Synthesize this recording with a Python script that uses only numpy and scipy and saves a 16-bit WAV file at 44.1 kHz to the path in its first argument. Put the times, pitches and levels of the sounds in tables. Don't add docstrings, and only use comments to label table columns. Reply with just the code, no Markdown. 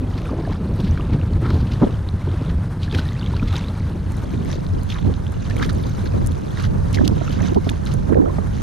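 import sys
import numpy as np
from scipy import signal
from scipy.fft import rfft, irfft, next_fast_len
from scipy.io import wavfile
from scipy.ndimage import uniform_filter1d, minimum_filter1d

SR = 44100
rng = np.random.default_rng(int(sys.argv[2]) if len(sys.argv) > 2 else 0)


def store_wav(level_fs):
    pcm = np.round(np.clip(np.atleast_2d(level_fs), -1, 1) * 32767)
    wavfile.write(sys.argv[1], SR, pcm.T.astype(np.int16))


N = 380141
TIME = np.arange(N) / SR

# (catch [s], exit [s], pull peak [share of stroke], catch splash [dB], pull splash [dB],
# exit splash [dB], falling drops [dB], spray re splash [dB], gurgle re splash [dB])
STROKES = [(-0.2, 0.52, 0.56, -57, -46.5, -44.5, -57, -7.5, 4.5),
           (0.863, 1.49, 0.39, -52, -46, -44, -50, -28, 1.5),
           (1.812, 2.466, 0.77, -42, -46.5, -43, -76, -29, -0.5),
           (2.946, 3.551, 0.57, -36.5, -45, -33.5, -45, -14.5, -7),
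           (3.984, 4.515, 0.5, -81, -47, -41.5, -56, -8, -14),
           (4.917, 5.593, 0.73, -42, -46, -40, -45.5, -12, -11),
           (6, 6.612, 0.43, -46.5, -47, -43, -57, -6.5, -12),
           (6.963, 7.475, 0.6, -40, -40, -38, -48.5, -13, -10),
           (7.873, 8.606, 0.56, -45.5, -70, -43.5, -50, -7, -13)]
# (peak time [s], froth [dB], froth pitch [ratio], spray [dB], t60 [s])
SLAPS = [(0.179, -42, 0.92, -42, 0.1), (0.525, -33, 0.84, -44, 0.03), (0.805, -42, 2.3, -39.5, 0.05),
         (0.846, -44, 2.2, -44, 0.07), (0.876, -43, 1.64, -45, 0.13), (0.976, -27, 0.84, -49, 0.017),
         (1.136, -38.5, 1.5, -45, 0.082), (1.458, -30, 0.9, -45.5, 0.15), (1.505, -28, 0.74, -38.5, 0.042),
         (1.541, -40, 0.59, -42, 0.18), (1.607, -38, 0.66, -45, 0.13), (1.672, -41, 2, -48, 0.049),
         (1.719, -34.5, 2.1, -45, 0.039), (1.738, -44, 2.3, -42, 0.078), (2.497, -32.5, 1.33, -59, 0.038),
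         (2.833, -38.5, 2.2, -40.5, 0.14), (2.926, -30, 0.9, -37, 0.02), (2.948, -26.5, 1.25, -28.5, 0.039),
         (2.982, -41, 0.81, -37.5, 0.16), (2.99, -23, 0.95, -32.5, 0.04), (3.368, -31, 1, -37, 0.03),
         (3.48, -43, 1.6, -38, 0.075), (3.566, -40, 1.5, -27, 0.018), (4.529, -37, 1.7, -37, 0.028),
         (4.902, -41, 1.3, -37.5, 0.12), (4.925, -34, 1.6, -47, 0.049), (4.96, -32.5, 0.83, -58, 0.11),
         (4.988, -29, 0.77, -47, 0.018), (5.5, -44, 2.0, -34, 0.011), (5.5097, -29, 1.34, -43, 0.026),
         (5.598, -31.5, 0.89, -46, 0.076), (5.618, -26.5, 0.83, -55, 0.06),
         (5.628, -22.5, 1.15, -32.5, 0.058), (5.648, -32, 1.25, -36.5, 0.062),
         (5.699, -32, 0.92, -35, 0.052), (6.061, -35.5, 1.15, -39.5, 0.052), (6.596, -34, 0.93, -44, 0.19),
         (6.643, -34, 1.14, -36.5, 0.1), (6.947, -34, 1.6, -30.5, 0.087), (7.052, -38.5, 2, -34, 0.064),
         (7.0782, -32, 1.3, -21, 0.01), (7.327, -46, 1.1, -41.5, 0.12), (7.405, -34, 0.85, -57, 0.14),
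         (7.456, -39, 1.3, -39, 0.014), (7.463, -43, 1.2, -30.5, 0.018), (7.5471, -41, 1.3, -30.5, 0.013),
         (7.693, -28, 1.26, -34.5, 0.03), (7.87, -36, 1.17, -38.5, 0.056), (7.921, -53, 1.6, -39, 0.069),
         (8.128, -30, 0.81, -63, 0.043), (8.146, -31, 1.24, -43, 0.014)]
# (time [s], level [dB], sigma [s], side [dB], pitch [ratio])
GLUGS = [(0.335, -24.5, 0.013, 8, 1.34), (0.387, -28.5, 0.022, 19, 1.57), (1.149, -24.5, 0.014, -10, 1.15),
         (1.545, -24.5, 0.0074, -10, 1.57), (1.831, -14.5, 0.01, 3, 1.44), (1.836, -15.5, 0.013, 0, 1.05),
         (1.873, -19, 0.006, 18, 0.9), (2.284, -26, 0.013, -6, 0.99), (2.953, -24.5, 0.017, -14, 1.1),
         (4.394, -27.5, 0.14, 3, 0.75), (5.07, -17.5, 0.031, 3.5, 0.6), (5.624, -31, 0.1, 5, 1),
         (6.168, -33, 0.045, 10, 1.07), (7.009, -23.5, 0.022, 7, 1.24), (7.06, -21.5, 0.044, 3, 0.98),
         (7.22, -23.5, 0.0048, 6, 1.11), (7.432, -22, 0.031, 5, 0.92), (7.525, -24, 0.0069, 6, 1.13),
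         (7.574, -20.5, 0.011, 12.5, 0.89), (7.72, -28, 0.017, 4, 1.2), (8.127, -16.5, 0.021, 3.5, 0.89),
         (8.193, -20, 0.04, 9.5, 1.15), (8.278, -28.5, 0.019, 8, 1.41)]
# (time [s], level [dB], pitch [Hz], t60 [cycles])
PLINKS = [(0.255, -26, 2500, 26), (0.292, -22, 1210, 31), (0.452, -26, 1740, 30), (0.475, -11.5, 654, 12),
          (0.80, -28, 3400, 24), (0.911, -29, 6000, 36), (0.997, -22, 1200, 30), (1.0094, -22.5, 2850, 22),
          (1.214, -24, 2720, 18), (1.335, -25, 4250, 16), (1.512, -27, 3190, 18), (2.0886, -18, 4000, 22),
          (2.879, -26, 1710, 30), (2.9125, -20, 3500, 32), (3.0882, -23, 3800, 40),
          (3.195, -25.5, 4550, 44), (3.212, -25, 3590, 44), (3.229, -22.5, 2920, 30),
          (3.262, -19, 3380, 23), (3.336, -19.5, 960, 24), (3.396, -22.5, 2470, 43),
          (3.426, -20.5, 1370, 29), (3.5564, -16, 3760, 30), (3.58, -23.5, 6300, 45),
          (3.639, -24, 2450, 18), (3.684, -25, 4050, 50), (4.529, -19.5, 3740, 22), (4.666, -22, 4060, 15),
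          (4.902, -16, 3490, 20), (4.916, -19, 3500, 23), (4.922, -20, 2600, 16), (4.944, -23, 3830, 30),
          (4.9863, -22, 3370, 24), (5.14, -13, 3720, 6.9), (5.267, -20, 3250, 15), (5.566, -20, 2250, 21),
          (5.626, -17, 3640, 30), (5.627, -12.5, 1710, 30), (5.691, -22, 1820, 33), (5.694, -21, 4120, 31),
          (5.838, -25, 3680, 35), (6.074, -21, 4230, 20), (6.32, -21, 3600, 11), (6.573, -22, 1890, 23),
          (6.973, -17, 2050, 28), (6.986, -13, 1700, 25), (7.2792, -20, 1360, 27), (7.692, -10.5, 3600, 24),
          (7.863, -20, 4000, 25), (8.259, -21.5, 1310, 24), (8.296, -23, 1055, 39)]
# (time [s], level [dB], side [dB], hardness [dB/octave above lowest mode])
THUMPS = [(1.8206, -14.5, -8, 3.5), (1.8299, -13.5, -10, 2.5), (2.989, -19.5, -14, -2.5),
          (7.011, -24.5, 8, 1.5), (7.116, -26, 7, 0.5), (7.563, -19, 3, -3.5), (7.667, -18.5, 1.5, -1),
          (8.093, -28.5, 5, 4.5), (8.384, -25.5, 3, 5.5)]
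# (frequency [Hz], level [dB], t60 [s])
HULL_MODES = [(198, 11.5, 0.061), (255.5, 1.5, 0.073), (426, -2, 0.067), (575, -3, 0.027), (645, -4, 0.035),
              (860, -0.5, 0.017), (1270, -19, 0.041), (2000, -25, 0.024)]
# (time [s], level [dB])
TICKS = [(3.585, -37), (4.12, -34), (4.168, -37), (4.449, -39), (4.833, -31.5), (5.3214, -37), (5.566, -30),
         (5.588, -35), (5.662, -35), (5.7307, -36), (5.7497, -36), (6.263, -27), (6.2718, -21),
         (6.319, -40), (6.625, -35), (6.9292, -28.5), (7.077, -25), (7.698, -26), (7.854, -32),
         (7.939, -28.5)]
# (time [s], rumble [dB], buffet [dB])
WIND_LEVELS = [(0, -23, -32.5), (0.6, -22.5, -29.5), (1.0, -19.5, -32), (1.55, -17.5, -28.5),
               (2.15, -22.5, -39.5), (2.5, -22, -32.5), (2.8, -23, -38), (3.4, -20, -33.5),
               (4.3, -23.5, -37.5), (5.35, -22.5, -40.5), (5.65, -20, -36), (6.45, -26, -38.5),
               (7.0, -18, -35), (7.7, -22.5, -36.5), (8.2, -20.5, -34.5), (8.62, -21.5, -43)]
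# (time [s], rumble [dB], sigma [s])
GUSTS = [(0.727, -15, 0.023), (0.835, -14.5, 0.027), (0.91, -15.5, 0.021), (1.146, -18, 0.024),
         (1.544, -17.5, 0.044), (2.504, -19.5, 0.068), (2.962, -19, 0.015), (3.33, -18, 0.037),
         (3.436, -17, 0.023), (4.748, -19, 0.037), (5.09, -20, 0.03), (6.218, -18, 0.087),
         (6.726, -19, 0.084), (7.97, -21.5, 0.073)]
# (time [s], level [dB])
HISS_LEVEL = [(0, -45), (2.3, -41.5), (4.5, -43), (6.2, -42.5), (8.62, -41.5)]

# (frequency [Hz], gain [dB])
SPLASH_EQ = [(400, -56), (800, -1), (1300, 6), (1750, 4.5), (2500, 2.5), (3700, 5), (4800, -4.5),
             (6300, -6), (7600, -11.5), (14000, -65)]
FIZZ_EQ = [(2000, -56), (4000, 17), (6300, 3), (7600, -1.5), (9000, 4), (11000, 0.5), (12200, 2),
           (13500, 0), (15500, -24)]
FROTH_EQ = [(450, -48), (900, -7), (1350, 6.5), (1900, 0.5), (2700, -8.5), (4000, -23.5), (6500, -48),
            (12000, -65)]
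SPRAY_EQ = [(1500, -7), (3000, 13), (4300, 14.5), (6000, 3), (7600, -6.5), (9500, -5), (11000, -13),
            (12300, -7), (14000, -16), (15500, -29)]
GLUG_EQ = [(60, -5), (150, 4.5), (260, 5.5), (420, -1.5), (750, -12), (1200, -18.5), (2000, -29),
           (4000, -48), (8000, -65)]
TICK_EQ = [(3000, -23), (6500, 4), (7600, 4), (9500, 9.5), (12300, 0), (15500, -15)]
RUMBLE_EQ = [(20, -13.5), (40, -4.5), (65, -4.5), (88, 1.5), (120, -5.5), (170, -7), (240, -18), (340, -32),
             (600, -35), (1200, -81)]
BUFFET_EQ = [(100, -23), (200, 7.5), (280, 7), (450, -2), (700, -15.5), (1000, -13), (1600, -40),
             (2500, -26.5), (5000, -55)]
HISS_EQ = [(300, 8.5), (950, 8.5), (1600, 5), (2600, -9.5), (3800, -11.5), (5200, -15), (6500, -17),
           (7600, -19), (8700, -15), (10200, -18), (11200, -22.5), (12200, -23.5), (13500, -28),
           (15500, -45)]
# (frequency [Hz], gain [dB])
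WATER_SIDE = [(500, -24), (1000, -1), (2000, -0.5), (4000, -14), (6000, 3.5), (8000, 2.5), (14000, 1.5)]
WIND_SIDE = [(22, 3), (42, -12), (90, -3), (180, -3), (350, 6), (700, 13), (1300, 13), (3000, -12)]
# (frequency [Hz], gain [dB])
PRESENCE_EQ = [(100, -60), (3800, -49), (5000, -13), (6400, 1.5), (7600, -15), (10000, -19), (12500, -16),
               (15000, -30)]
# (time [s], side gain [ratio])
WIDTH = [(0, 0.18), (.4, 0), (1.7, 0), (1.84, 0.23), (2.3, 0.05), (3.1, 0), (3.8, 0), (4.45, 0.67),
         (8.62, 1.02)]
# (time [s], scale on each source's lean [ratio])
LEAN = [(0, 0), (4.3, 0.027), (5.2, 0.93), (5.7, 0.5), (6.2, 0.27), (7.1, 1.07), (8.62, 1.1)]


def strokes(uneven_db):
    splash_gain, spray_gain, gurgle_gain = stroke_envelopes() * from_db(uneven_db * drift(rate_hz=18))
    medium = bubble_cloud(low_hz=679, high_hz=7160, cycles=42, rise=0.21, spread_db=4.5, count=8000)
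    fine = bubble_cloud(low_hz=2880, high_hz=13300, cycles=42, rise=0.15, spread_db=3.5, count=8000)
    large = bubble_cloud(low_hz=465, high_hz=1430, cycles=18.6, rise=0.27, spread_db=2.0, count=2400)
    bubbles = flatten(mid_side(medium, SPLASH_EQ, WATER_SIDE, lean=-0.1), span_s=0.045, share=1.0)
    impacts = droplets(per_s=2000, spread_db=7.0)
    spatter = flatten(mid_side(impacts, SPLASH_EQ, WATER_SIDE, lean=-0.087), span_s=0.035, share=0.76)
    fizz = flatten(mid_side(fine, FIZZ_EQ, WATER_SIDE, lean=-0.98), span_s=0.033, share=0.26)
    gurgle = flatten(rms_one(large), span_s=0.033, share=0.96)
    splash = from_db(-4) * bubbles + from_db(-6.5) * spatter
    return splash_gain * splash + gurgle_gain * gurgle + spray_gain * from_db(-0.5) * fizz


def stroke_envelopes(wake_splash_db=-53.5, wake_spray_db=-65.5, drops_delay_s=0.24):
    power = np.zeros((3, N))
    power[:2] = from_db([[wake_splash_db], [wake_spray_db]]) ** 2
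    for catch_s, exit_s, peak_share, catch_db, pull_db, exit_db, drops_db, spray_db, gurgle_db in STROKES:
        length_s = exit_s - catch_s
        phases = [(catch_db, 0.5, burst(catch_s, rise_s=0.047, fall_s=0.2)),
                  (pull_db, -2.5, swell(catch_s + peak_share * length_s, sigma_s=0.16 * length_s)),
                  (exit_db, -1, burst(exit_s, rise_s=0.11, fall_s=0.059)),
                  (drops_db, 6.5, swell(exit_s + drops_delay_s, sigma_s=0.11))]
        for db, extra_spray_db, envelope in phases:
            gains = from_db([db, db + spray_db + extra_spray_db, db + gurgle_db])
            power += np.outer(gains ** 2, envelope ** 2)
    return np.sqrt(power)


def slaps(rise_share, lead_s=0.08):
    cloud = bubble_cloud(low_hz=773, high_hz=6800, cycles=15.4, rise=0.11, spread_db=3.5, count=11000)
    froth = flatten(mid_side(cloud, FROTH_EQ, WATER_SIDE, lean=-0.37), span_s=0.0051, share=0.91)
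    impacts = droplets(per_s=3800, spread_db=7.0)
    spray = flatten(mid_side(impacts, SPRAY_EQ, WATER_SIDE, lean=-0.19), span_s=0.017, share=0.6)
    out, t = np.zeros((2, N)), TIME[:SR // 4] - lead_s
    for at_s, froth_db, pitch, spray_db, t60_s in SLAPS:
        envelope = from_db(-60 * np.maximum(t, -t / rise_share) / t60_s)
        start = int(at_s * SR)
        slap = from_db(froth_db) * repitch(froth, at_s, t, pitch)
        slap += from_db(spray_db) * spray[:, start:start + len(t)]
        add(out, at_s - lead_s, envelope * slap)
    return out


def glugs():
    cloud = bubble_cloud(low_hz=177.6, high_hz=1660, cycles=11.6, rise=0.21, spread_db=4.0, count=7000)
    flat_eq = [(20, 0), (16000, 0)]
    churn = flatten(mid_side(cloud, GLUG_EQ, flat_eq, lean=-1.25), span_s=0.0208, share=1.0)
    out = np.zeros((2, N))
    for at_s, db, sigma_s, side_db, pitch in GLUGS:
        envelope = from_db([[db], [db + side_db]]) * swell(at_s, sigma_s)
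        out += envelope * repitch(churn, at_s, TIME - at_s, pitch)
    return out


def plinks(rise):
    mid = np.zeros(N)
    for at_s, db, hz, cycles in PLINKS:
        add(mid, at_s, from_db(db) * bubble(hz, cycles, rise))
    return np.array([mid, -0.4 * colour(mid, WATER_SIDE)])


def hull_thumps(contact_s, uneven_db, detune=0.051):
    out, t = np.zeros((2, N)), TIME[:SR // 5]
    attack = 1 - np.exp(-t / contact_s)
    for at_s, db, side_db, db_per_octave in THUMPS:
        for hz, mode_db, t60_s in HULL_MODES:
            tilt_db = db_per_octave * np.log2(hz / HULL_MODES[0][0])
            level_db = db + mode_db + tilt_db + uneven_db * rng.standard_normal()
            phase = 2 * np.pi * hz * (1 + detune * rng.standard_normal()) * t
            mode = np.array([np.sin(phase), from_db(side_db) * np.sin(phase + 2 * np.pi / 3)])
            add(out, at_s, attack * from_db(level_db - 60 * t / t60_s) * mode)
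    return out


def deck_ticks(t60_s, gain_db, attack_s=0.00048):
    force, t = np.zeros(N), TIME[:SR // 20]
    for at_s, db in TICKS:
        add(force, at_s, from_db(db + gain_db - 60 * t / t60_s) * (1 - np.exp(-t / attack_s)))
    return force * mid_side(rng.standard_normal((2, N)), TICK_EQ, WATER_SIDE, lean=-0.8)


def patter(per_s, t60_s, spread_db, gain_db):
    _, spray_gain, _ = stroke_envelopes()
    landed = rng.random(N) < per_s / SR
    hits = landed * drop_sizes(spread_db) * spray_gain
    decay = from_db(-60 / (t60_s * SR))
    force = from_db(gain_db) * signal.lfilter([1], [1, -decay], hits + 1e-18)
    return force * mid_side(rng.standard_normal((2, N)), SPRAY_EQ, WATER_SIDE, lean=-0.5)


def wind(gust_buffet_db):
    rumble_db, buffet_db = curves(WIND_LEVELS)
    gusts = np.sqrt(sum((from_db(db) * swell(at_s, sigma_s)) ** 2 for at_s, db, sigma_s in GUSTS))
    rumble_gain = np.hypot(from_db(rumble_db), gusts)
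    buffet_gain = np.hypot(from_db(buffet_db), from_db(gust_buffet_db) * gusts)
    big = flatten(eddies(rate_hz=19, spread_db=0.5), span_s=0.16, share=0.92)
    small = eddies(rate_hz=70, spread_db=4.0)
    rumble = rumble_gain * mid_side(big, RUMBLE_EQ, WIND_SIDE, lean=-0.5)
    buffet = buffet_gain * mid_side(small, BUFFET_EQ, WIND_SIDE, lean=-0.31)
    return rumble + buffet


def river():
    hiss_db, = curves(HISS_LEVEL)
    return from_db(hiss_db) * mid_side(eddies(rate_hz=55, spread_db=2.0), HISS_EQ, WATER_SIDE, lean=0.012)


def whine(hz, db):
    return from_db(db) * np.sqrt(2) * np.sin(2 * np.pi * hz * TIME) * [[1], [0]]


def bubble(hz, cycles, rise):
    turns = np.arange(int(cycles * SR / hz) + 2) * hz / SR
    age = turns / cycles
    envelope = (1 - np.exp(-turns)) * from_db(-60 * age)
    return envelope * np.sin(2 * np.pi * turns * (1 + rise * (age - 0.5) / 2))


def bubble_cloud(low_hz, high_hz, cycles, rise, spread_db, count):
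    cloud = np.zeros((2, N))
    for when, size, strength, life, place in rng.random((count, 5)):
        hz = low_hz * (high_hz / low_hz) ** size
        gain = from_db(spread_db * min(-np.log(1 - strength), 4)) * np.sqrt(hz / low_hz)
        ring = bubble(hz, cycles * (0.5 + life), rise)
        add(cloud, when * TIME[-1], gain * np.outer([1, np.cos(np.pi * place)], ring))
    return cloud


def droplets(per_s, spread_db):
    landed = rng.random(N) < per_s / SR
    hits = landed * rng.choice([-1, 1], N) * drop_sizes(spread_db)
    return hits * np.array([np.ones(N), np.cos(np.pi * rng.random(N))])


def drop_sizes(spread_db):
    return from_db(spread_db * np.minimum(rng.exponential(1, N), 3))


def eddies(rate_hz, spread_db):
    return rng.standard_normal((2, N)) * from_db(spread_db * drift(rate_hz))


def drift(rate_hz):
    knots = rng.standard_normal(4000)
    return rms_one(np.interp(TIME * rate_hz, np.arange(len(knots)), knots))


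def swell(at_s, sigma_s):
    return np.exp(-0.5 * np.minimum(((TIME - at_s) / sigma_s) ** 2, 100))


def burst(at_s, rise_s, fall_s):
    return np.exp(-np.minimum(np.maximum((at_s - TIME) / rise_s, (TIME - at_s) / fall_s), 50))


def flatten(pair, span_s, share):
    power = uniform_filter1d(pair[0] ** 2, int(span_s * SR))
    return pair / (np.abs(power) + 1e-9) ** (share / 2)


def duck(key, knee_db, slope, span_s):
    power = uniform_filter1d(np.sum(key ** 2, axis=0), int(span_s * SR))
    return (1 + np.abs(power) / from_db(knee_db) ** 2) ** (-slope / 2)


def repitch(stream, at_s, t, pitch):
    return np.array([np.interp(at_s + t * pitch, TIME, channel) for channel in stream])


def mid_side(pair, eq, side_eq, lean):
    mid, other = map(rms_one, colour(pair, eq))
    correlation = np.clip(lean * curves(LEAN)[0], -0.95, 0.95)
    side = correlation * mid + np.sqrt(1 - correlation ** 2) * other
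    return np.array([mid, colour(side, side_eq)])


def colour(x, eq):
    size = next_fast_len(N)
    bin_hz = np.maximum(np.fft.rfftfreq(size, 1 / SR), 1)
    eq_hz, eq_db = np.transpose(eq)
    gain = from_db(np.interp(np.log(bin_hz), np.log(eq_hz), eq_db))
    return irfft(rfft(x, size) * gain, size)[..., :N]


def curves(rows):
    times_s, *columns = np.transpose(rows)
    return [np.interp(TIME, times_s, column) for column in columns]


def add(track, at_s, sound):
    start = int(np.clip(at_s * SR, 0, N - 1))
    track[..., start:start + sound.shape[-1]] += sound[..., :N - start]


def from_db(db):
    return 10 ** (np.asarray(db) / 20)


def rms_one(x):
    return x / np.sqrt(np.mean(x ** 2) + 1e-20)


def scene():
    width, = curves(WIDTH)
    drops = plinks(rise=0.13) + deck_ticks(t60_s=0.0048, gain_db=4.0)
    hollow = glugs() + hull_thumps(contact_s=0.0015, uneven_db=2.5)
    wash = strokes(uneven_db=1.76) + patter(per_s=53, t60_s=0.0094, spread_db=4.5, gain_db=-6)
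    wash += river() + whine(hz=8631, db=-80)
    wash *= duck(width * hollow, knee_db=-13, slope=1.35, span_s=0.13)
    mid, side = wind(gust_buffet_db=-18) + hollow + wash + slaps(rise_share=0.59) + drops
    mid += width * colour(mid, PRESENCE_EQ)
    side *= width
    return np.array([mid + side, mid - side])


def record(dry):
    x = signal.sosfilt(signal.butter(2, 18, "high", fs=SR, output="sos"), dry)
    headroom = np.minimum(1, 0.95 / (np.abs(x).max(axis=0) + 1e-9))
    gain = uniform_filter1d(minimum_filter1d(headroom, size=89), size=89)
    return signal.sosfilt(signal.ellip(10, 0.1, 90, 15600, fs=SR, output="sos"), x * gain)


dry = scene()
out = record(dry)
store_wav(out)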